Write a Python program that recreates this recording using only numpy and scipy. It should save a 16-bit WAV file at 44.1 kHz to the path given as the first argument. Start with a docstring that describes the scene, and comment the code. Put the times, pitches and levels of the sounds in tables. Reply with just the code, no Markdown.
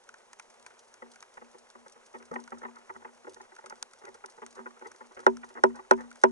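"""Snapping shrimp crackle all around over a soft hiss, underwater near mussel-covered rocks.
The two microphones sit inside a sealed camera housing on a speargun and hear the sea through its walls.
From about a second in, the mount sticks and slips as the gun is moved: close creaks, a few dull bumps.
Four hard knocks near the end ring the housing, which hums on low after each."""
import sys
import numpy as np
from scipy import signal
from scipy.fft import irfft
from scipy.io import wavfile
from scipy.ndimage import uniform_filter1d

SR = 44100
rng = np.random.default_rng(int(sys.argv[2]) if len(sys.argv) > 2 else 0)


def transcribe(u):
    """Save the signal u as a 16-bit wav file named by the first command-line argument.

    u: samples, shape (n,) or (channels, n), limited to [-1, 1]; the rate is SR.
    q: integer samples, one column per channel.
    """
    v = np.clip(np.atleast_2d(u).T, -1, 1)
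    q = np.round(v * 32767).astype(np.int16)
    wavfile.write(sys.argv[1], SR, q)


N = 278271
SIDES = np.array([.5, -.5])  # each microphone's share of a left-right offset


def gain_of(db):
    """Decibels to amplitude."""
    return 10 ** (np.asarray(db) / 20)


def rms(x):
    """Root mean square."""
    return np.sqrt(np.mean(x ** 2) + 1e-24)


def curve_at(points, hz):
    """A spectrum table, joined on a log-frequency axis."""
    f, value = np.transpose(points)
    return np.interp(np.log(hz + 1), np.log(f), value)


def add(mix, s, sound):
    """Mixes a stereo sound in at time s."""
    part = mix[:, max(round(s * SR), 0):][:, :sound.shape[1]]
    part += sound[:, :part.shape[1]]


def now_and_then(start, per_s, spread_db, count=100):
    """Irregular events at a given rate: (time [s], level about the mean [dB])."""
    when, strength = rng.random((count, 2)).T
    rows = np.c_[start + (np.arange(count) + when) / per_s, spread_db * (2 * strength - 1)]
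    return rows[rows[:, 0] < N / SR]


def burst(t60, rise=0.000047, size=2048):
    """One sharp pop, scattered into a dense train of short echoes."""
    t = np.arange(size) / SR
    return rng.standard_normal(size) * gain_of(-60 * t / t60) * (1 - np.exp(-t / rise))


# The sea reaches the two microphones out of step: (frequency [Hz], left lead [rad])
WALL_LEAD = [(100, 1), (240, 1.9), (400, -1.1), (520, .9), (660, 2.1), (800, 1.5), (1050, 1.5), (1200, 1),
             (1450, 1.2), (1700, 1.6), (2000, 1.3), (2400, 2), (3500, 2), (4800, 1.8), (5800, 1.2),
             (8000, .8)]
def through_wall(x, colour, skew=0, size=2048):
    """Colours a sound and splits its phase between the microphones, skewed by its direction."""
    hz = np.fft.rfftfreq(size, 1 / SR)
    log_gain = np.log(gain_of(curve_at(colour, hz)))
    mirrored = np.r_[log_gain, log_gain[-2:0:-1]]
    causal = np.exp(np.conj(signal.hilbert(mirrored)))[:len(hz)]  # minimum phase
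    phase = np.outer(SIDES, curve_at(WALL_LEAD, hz) + skew)
    early = size // 64  # room for the leading side
    taps = np.roll(irfft(causal * np.exp(1j * phase)), early, 1)[:, :size // 2]
    return signal.oaconvolve(x[None], taps, axes=1)[:, early:early + len(x)]


# The far reef, heard from inside the housing: (frequency [Hz], relative level [dB])
WASH_COLOUR = [(25, -11), (60, -30), (95, -14), (170, -21), (236, -2), (285, -16), (380, -1.5), (640, 2.5),
               (800, 1.5), (1000, 1), (1150, -4.5), (1500, -6), (1900, -8.5), (3300, -13.5), (4800, -16.5),
               (6200, -11.5), (7600, -18.5), (11000, -21.5)]
# Its loudness at the microphones: (time [s], level [dB])
WASH_LEVEL = [(0, -61), (1.2, -60.5), (2, -61), (4, -60.5), (6.3, -60)]
def reef_wash(flutter_db=-0.54, apart_db=-16):
    """The most distant snaps and moving water merge into a fluttering hiss."""
    flutter = uniform_filter1d(rng.standard_normal(N), SR // 40)
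    hiss = rng.standard_normal(N) * gain_of(flutter_db * flutter / rms(flutter))
    shared = through_wall(hiss, WASH_COLOUR, size=8192)
    apart = through_wall(rng.standard_normal(N), WASH_COLOUR, size=8192) * [[1], [-1]]
    x = shared + gain_of(apart_db) * apart
    level_db = np.interp(np.arange(N) / SR, *np.transpose(WASH_LEVEL))
    return gain_of(level_db) * x / rms(x)


# A snap through the wall, its bright tick and its lower ring: (frequency [Hz], relative level [dB])
TICK_COLOUR = [(1500, -21), (2800, -6.5), (4200, -2), (5200, 0), (6100, 5.5), (7500, -5.5), (9000, -2.5),
               (11000, -11.5)]
RING_COLOUR = [(300, -19.5), (650, -19), (900, 3.5), (1150, -2), (1450, 8), (1700, 0.5), (2000, -3.5),
               (2400, -4), (3200, -15.5), (5000, -37.5)]
def shrimp_crackle(colour, per_s, db, t60, spread_db, skew_rad=0.99, directions=10):
    """Many shrimp at middle distance, all around, snap at random with uneven strength."""
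    x = np.zeros((2, N))
    for _ in range(directions):
        strength = gain_of(spread_db * np.minimum(rng.exponential(1, N), 3))
        pop = through_wall(burst(t60), colour, skew_rad * rng.standard_normal())
        fires = rng.random(N) < per_s / directions / SR
        x += signal.oaconvolve((strength * fires)[None], pop, axes=1)[:, :N]
    return gain_of(db) * x / rms(x)


# Modes of the housing, right around the microphones:
# (frequency [Hz], t60 [s], knocked level [dB], left over right [dB], relative rubbed level [dB])
HOUSING_MODES = [(39.6, 0.67, -68, -23, -72), (90.7, 0.54, -60, 10.5, -46.5), (238.9, 0.39, -26, 3, -16.5),
                 (306.5, 0.3, -50, 8.5, -32), (381, 0.12, -10.5, -3, -7), (477.8, 0.057, -14, 3.5, -4),
                 (546.6, 0.034, -7.5, 0, -7.5), (607, 0.037, -6.5, 5.5, -6), (649.4, 0.066, -15, 0, -22),
                 (796, 0.034, -17.5, -18.5, -16.5), (871, 0.039, -5, -1, -3.5),
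                 (934.4, 0.079, -10, -3, -11.5), (996.5, 0.062, -13.5, 12, -14.5),
                 (1133, 0.023, -7.5, -0.5, -3.5), (1310, 0.019, 1.5, -1, 5.5), (1454, 0.011, 15.5, -1.5, 6),
                 (1847, 0.024, -16, -15.5, -13.5), (1964, 0.012, -6.5, 11.5, -1.5),
                 (2374, 0.0069, -36, 2.5, -8)]
MODE_HZ, MODE_T60, KNOCKED_DB, PAN_DB, RUBBED_DB = np.transpose(HOUSING_MODES)
# The left wall against the right, mode by mode: (left lead [rad])
MODE_PHASE = [0, .8, 2.1, -3.7, -1.2, -1.2, .4, 2.8, 1.8, 1.1, 1.3, -3.7, 2.2, 2, 2.6, 2.7, .8, -1.6, 2.3]
def housing(t, level_db, build_s=0.0069):
    """Each mode's ring at both microphones; neighbours swing in opposite sense and build up briefly."""
    side = SIDES[:, None, None]
    sense = (-1) ** np.arange(len(MODE_HZ))[:, None]
    phase = 2 * np.pi * MODE_HZ[:, None] * t + side * np.array(MODE_PHASE)[:, None]
    ring_db = level_db[:, None] + side * PAN_DB[:, None] - 60 * t / MODE_T60[:, None]
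    return sense * np.sin(phase) * gain_of(ring_db) * (1 - np.exp(-t / build_s))


def housing_hum(db=-79):
    """The moving water keeps two low modes of the housing faintly humming."""
    t = np.arange(SR // 2) / SR
    ring = ((MODE_HZ > 80) & (MODE_HZ < 300)) @ housing(t, RUBBED_DB)
    water = rng.standard_normal((1, N + len(t) - 1))
    x = signal.oaconvolve(water, ring, "valid", axes=1)
    return gain_of(db) * x / rms(x)


def snap(tick_db, ring_db, reference_t60=.017, reference_db=-57.5, halving_db=30, skew_rad=0.076):
    """A shrimp's bubble collapses: a bright tick, and a longer, lower ring in the wall."""
    t60 = reference_t60 * 2 ** ((reference_db - tick_db) / halving_db)  # louder is nearer, so drier
    out = 0
    for colour, db, decay in ((TICK_COLOUR, tick_db, t60), (RING_COLOUR, ring_db, 1.77 * t60)):
        pop = through_wall(burst(decay), colour, skew_rad * rng.standard_normal())
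        out = out + gain_of(db) * pop / rms(pop[:, :SR // 125])
    return out


# The shrimp closest to the microphones: (time [s], tick level [dB], ring level [dB])
NEAR_SNAPS = [(.0901, -54.5, -46.5), (.1412, -58.5, -49.5), (.3313, -52, -50), (.3969, -49, -44.5),
              (.6634, -52.5, -46.5), (0.706, -77, -55), (.9406, -53.5, -58), (1.1581, -58, -55),
              (1.2052, -53.5, -63), (1.226, -51, -48.5), (1.7017, -55.5, -59.5), (1.8816, -57, -67),
              (2.2257, -64, -53.5), (2.4396, -54, -62), (2.4765, -58.5, -47.5), (3.3443, -51.5, -64),
              (3.564, -60.5, -51), (3.66, -50.5, -48.5), (3.6983, -46.5, -59), (3.8265, -34, -41.5),
              (3.9343, -55.5, -53.5), (4.0528, -53, -51.5), (4.2597, -47.5, -64), (4.4634, -48, -51),
              (4.9162, -54, -51), (5.192, -60, -55), (5.3691, -51, -49), (5.9342, -57, -43),
              (6.1136, -58, -47.5), (6.157, -57, -54.5)]
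def near_shrimp(stray_tick_db=-62.5, stray_ring_db=-67.5):
    """The nearest shrimp, and stray snaps from the rocks just beyond."""
    out = np.zeros((2, N))
    for s, tick_db, ring_db in NEAR_SNAPS:
        add(out, s, snap(tick_db, ring_db))
    for s, db in now_and_then(0, per_s=5, spread_db=3):
        add(out, s, snap(stray_tick_db + db, stray_ring_db + db))
    return out


def creak(modes, length, low_db, upper_db, slips_per_s=1500, spread_db=3, vary_db=1.5, scrape_db=-11):
    """The mount sticks and slips: one firm kick and a short run of uneven ones drive the housing."""
    n = int(length * SR)
    chance, size, sign = rng.random((3, SR // 10))[:, :n]
    kicks = (chance < slips_per_s / SR) * gain_of(-spread_db * np.log(size)) * np.sign(sign - .5)
    kicks *= np.sqrt(np.hanning(n))
    kicks[n // 14] += 2  # the firm kick
    # each place of contact drives the modes with its own strengths and signs
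    spot = gain_of(vary_db * rng.standard_normal(len(MODE_HZ))) * rng.choice([-1, 1], len(MODE_HZ))
    is_low = MODE_HZ < 700
    low, upper = (spot * is_low) @ modes, (spot * ~is_low) @ modes
    # the many weak modes of the mount blur into a scrape
    scrape = through_wall(burst(t60=0.014), RING_COLOUR)
    out = np.zeros((2, n + modes.shape[-1]))
    for db, response in ((low_db, low), (upper_db, upper), (upper_db + scrape_db, scrape)):
        ring = signal.fftconvolve(kicks[None], response, axes=1)
        add(out, 0, gain_of(db) * ring / rms(ring[:, :n + SR // 160]))
    return out


# The mount, hard against the housing: (time [s], length [s], low level [dB], upper level [dB])
FIRM_CREAKS = [(1.02, .009, -47, -44), (1.371, 0.0084, -54.5, -45), (1.413, .017, -52.5, -52),
               (1.543, 0.014, -53, -56.5), (1.752, 0.0046, -54, -49.5), (2.137, .033, -47.5, -46.5),
               (2.312, 0.0073, -37.5, -44), (2.327, .017, -52, -41.5), (2.356, .009, -42, -33.5),
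               (2.518, 0.015, -44, -40.5), (2.615, 0.0076, -53, -49), (2.63, 0.012, -49, -41.5),
               (2.648, 0.011, -46.5, -37), (2.751, 0.03, -66, -52), (2.893, 0.018, -51, -40.5),
               (2.955, 0.0099, -53, -46.5), (3.046, 0.014, -50, -42.5), (3.245, 0.007, -53, -52),
               (3.268, 0.014, -44, -48), (3.399, .014, -57, -48), (3.583, 0.011, -62, -48.5),
               (3.64, 0.0094, -51.5, -51), (3.703, 0.0067, -61, -44.5), (3.719, .014, -51, -45),
               (4.034, 0.024, -52, -53), (4.061, 0.04, -51, -50.5), (4.238, 0.0088, -53, -42.5),
               (4.417, 0.024, -47.5, -46.5), (4.55, 0.074, -50, -49), (4.657, 0.02, -49, -42),
               (4.812, 0.019, -49.5, -48), (4.844, 0.034, -49.5, -47), (5.005, 0.018, -53, -47.5),
               (5.166, .017, -50.5, -48), (5.183, .026, -49.5, -49), (5.43, .014, -57, -43),
               (5.549, 0.051, -48, -45), (5.74, 0.046, -58.5, -51), (5.788, 0.015, -50.5, -44),
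               (5.973, 0.052, -53.5, -46.5)]
def mount_creaks(stick_s=0.02, stick_spread_s=0.02, settle_db=-15.5, moving_from_s=1.7):
    """Firm creaks, each sticking, then settling with a weaker one; faint ones once the gun is moving."""
    out, t = np.zeros((2, N)), np.arange(SR // 3) / SR
    modes = housing(t, RUBBED_DB, build_s=0.0026)
    for s, length, low_db, upper_db in FIRM_CREAKS:
        add(out, s, creak(modes, length, low_db, upper_db))
        settles = s + length + stick_s + stick_spread_s * rng.random()
        add(out, settles, gain_of(settle_db) * creak(modes, .012, low_db, upper_db))
    for s, db in now_and_then(moving_from_s, per_s=6, spread_db=4):
        add(out, s, gain_of(db) * creak(modes, length=.012, low_db=-59.5, upper_db=-56))
    return out


# Dull bumps on the housing, a little to the left: (time [s], level [dB], frequency [Hz], t60 [s])
DULL_BUMPS = [(2.3106, -33.5, 174, 0.065), (2.336, -36.5, 240.2, 0.3), (2.639, -42.5, 236.8, 0.26),
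              (4.6, -45, 237.4, 0.44)]
def bumps(push_db=-24, push_t60=0.021, rise_s=0.015):
    """A soft blow: a low thud with a brief push on the wall."""
    out, t = np.zeros((2, N)), np.arange(SR // 2) / SR
    push = gain_of(push_db - 60 * t / push_t60)
    for s, db, hz, t60 in DULL_BUMPS:
        thud = np.sin(2 * np.pi * hz * t) * gain_of(-60 * t / t60) * (1 - np.exp(-t / rise_s))
        add(out, s, gain_of(db) * np.outer([1, .7], thud + push))
    return out


# Hard knocks on the housing, right at the microphones: (time [s], ring gain [dB], crack level [dB])
HARD_KNOCKS = [(5.265, 0.5, -34), (5.637, 0, -32), (5.9101, 1, -29), (6.237, 1.5, -30)]
# The crack at the contact, heard from inside: (frequency [Hz], relative level [dB])
CRACK_COLOUR = [(1500, -14), (2500, -1.5), (3200, -1), (3800, 3.5), (5000, -6), (5550, 10), (6300, -2),
                (7400, -7), (8400, -3.5), (11000, -21.5)]
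def knocks(tail_db=-33, tail_t60=0.059, crack_t60=0.013, rise_s=0.0022, vary_db=0.56):
    """Each knock cracks at the contact and sets all modes ringing."""
    out, t = np.zeros((2, N)), np.arange(SR * 5 // 4) / SR
    modes = housing(t, KNOCKED_DB)
    for s, db, crack_db in HARD_KNOCKS:
        spot = gain_of(vary_db * rng.standard_normal((len(MODE_HZ), 1)))
        add(out, s, gain_of(db) * (spot * modes).sum(1))
        # the many weak modes of the mount blur into a short, rough tail
        tail = through_wall(burst(tail_t60, rise_s, size=4096), RING_COLOUR)
        add(out, s, gain_of(db + tail_db) * tail / rms(tail[:, :SR // 100]))
        crack = through_wall(burst(crack_t60, rise_s), CRACK_COLOUR)
        add(out, s - .0008, gain_of(crack_db) * crack / rms(crack[:, :SR // 200]))
    return out


def scene():
    """Close housing noises over the crackling reef."""
    bright = shrimp_crackle(TICK_COLOUR, per_s=57, db=-69.5, t60=0.056, spread_db=8.0)
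    dull = shrimp_crackle(RING_COLOUR, per_s=70, db=-70.5, t60=0.034, spread_db=2.5)
    handling = knocks() + mount_creaks() + bumps()
    return handling + near_shrimp() + bright + dull + reef_wash() + housing_hum()


def record(dry, edge_hz=11200):
    """The camera's band limit."""
    lowpass = signal.firwin(255, edge_hz, window=("kaiser", 7), fs=SR)
    return signal.oaconvolve(dry, lowpass[None], "same")


dry = scene()
out = record(dry)
transcribe(out)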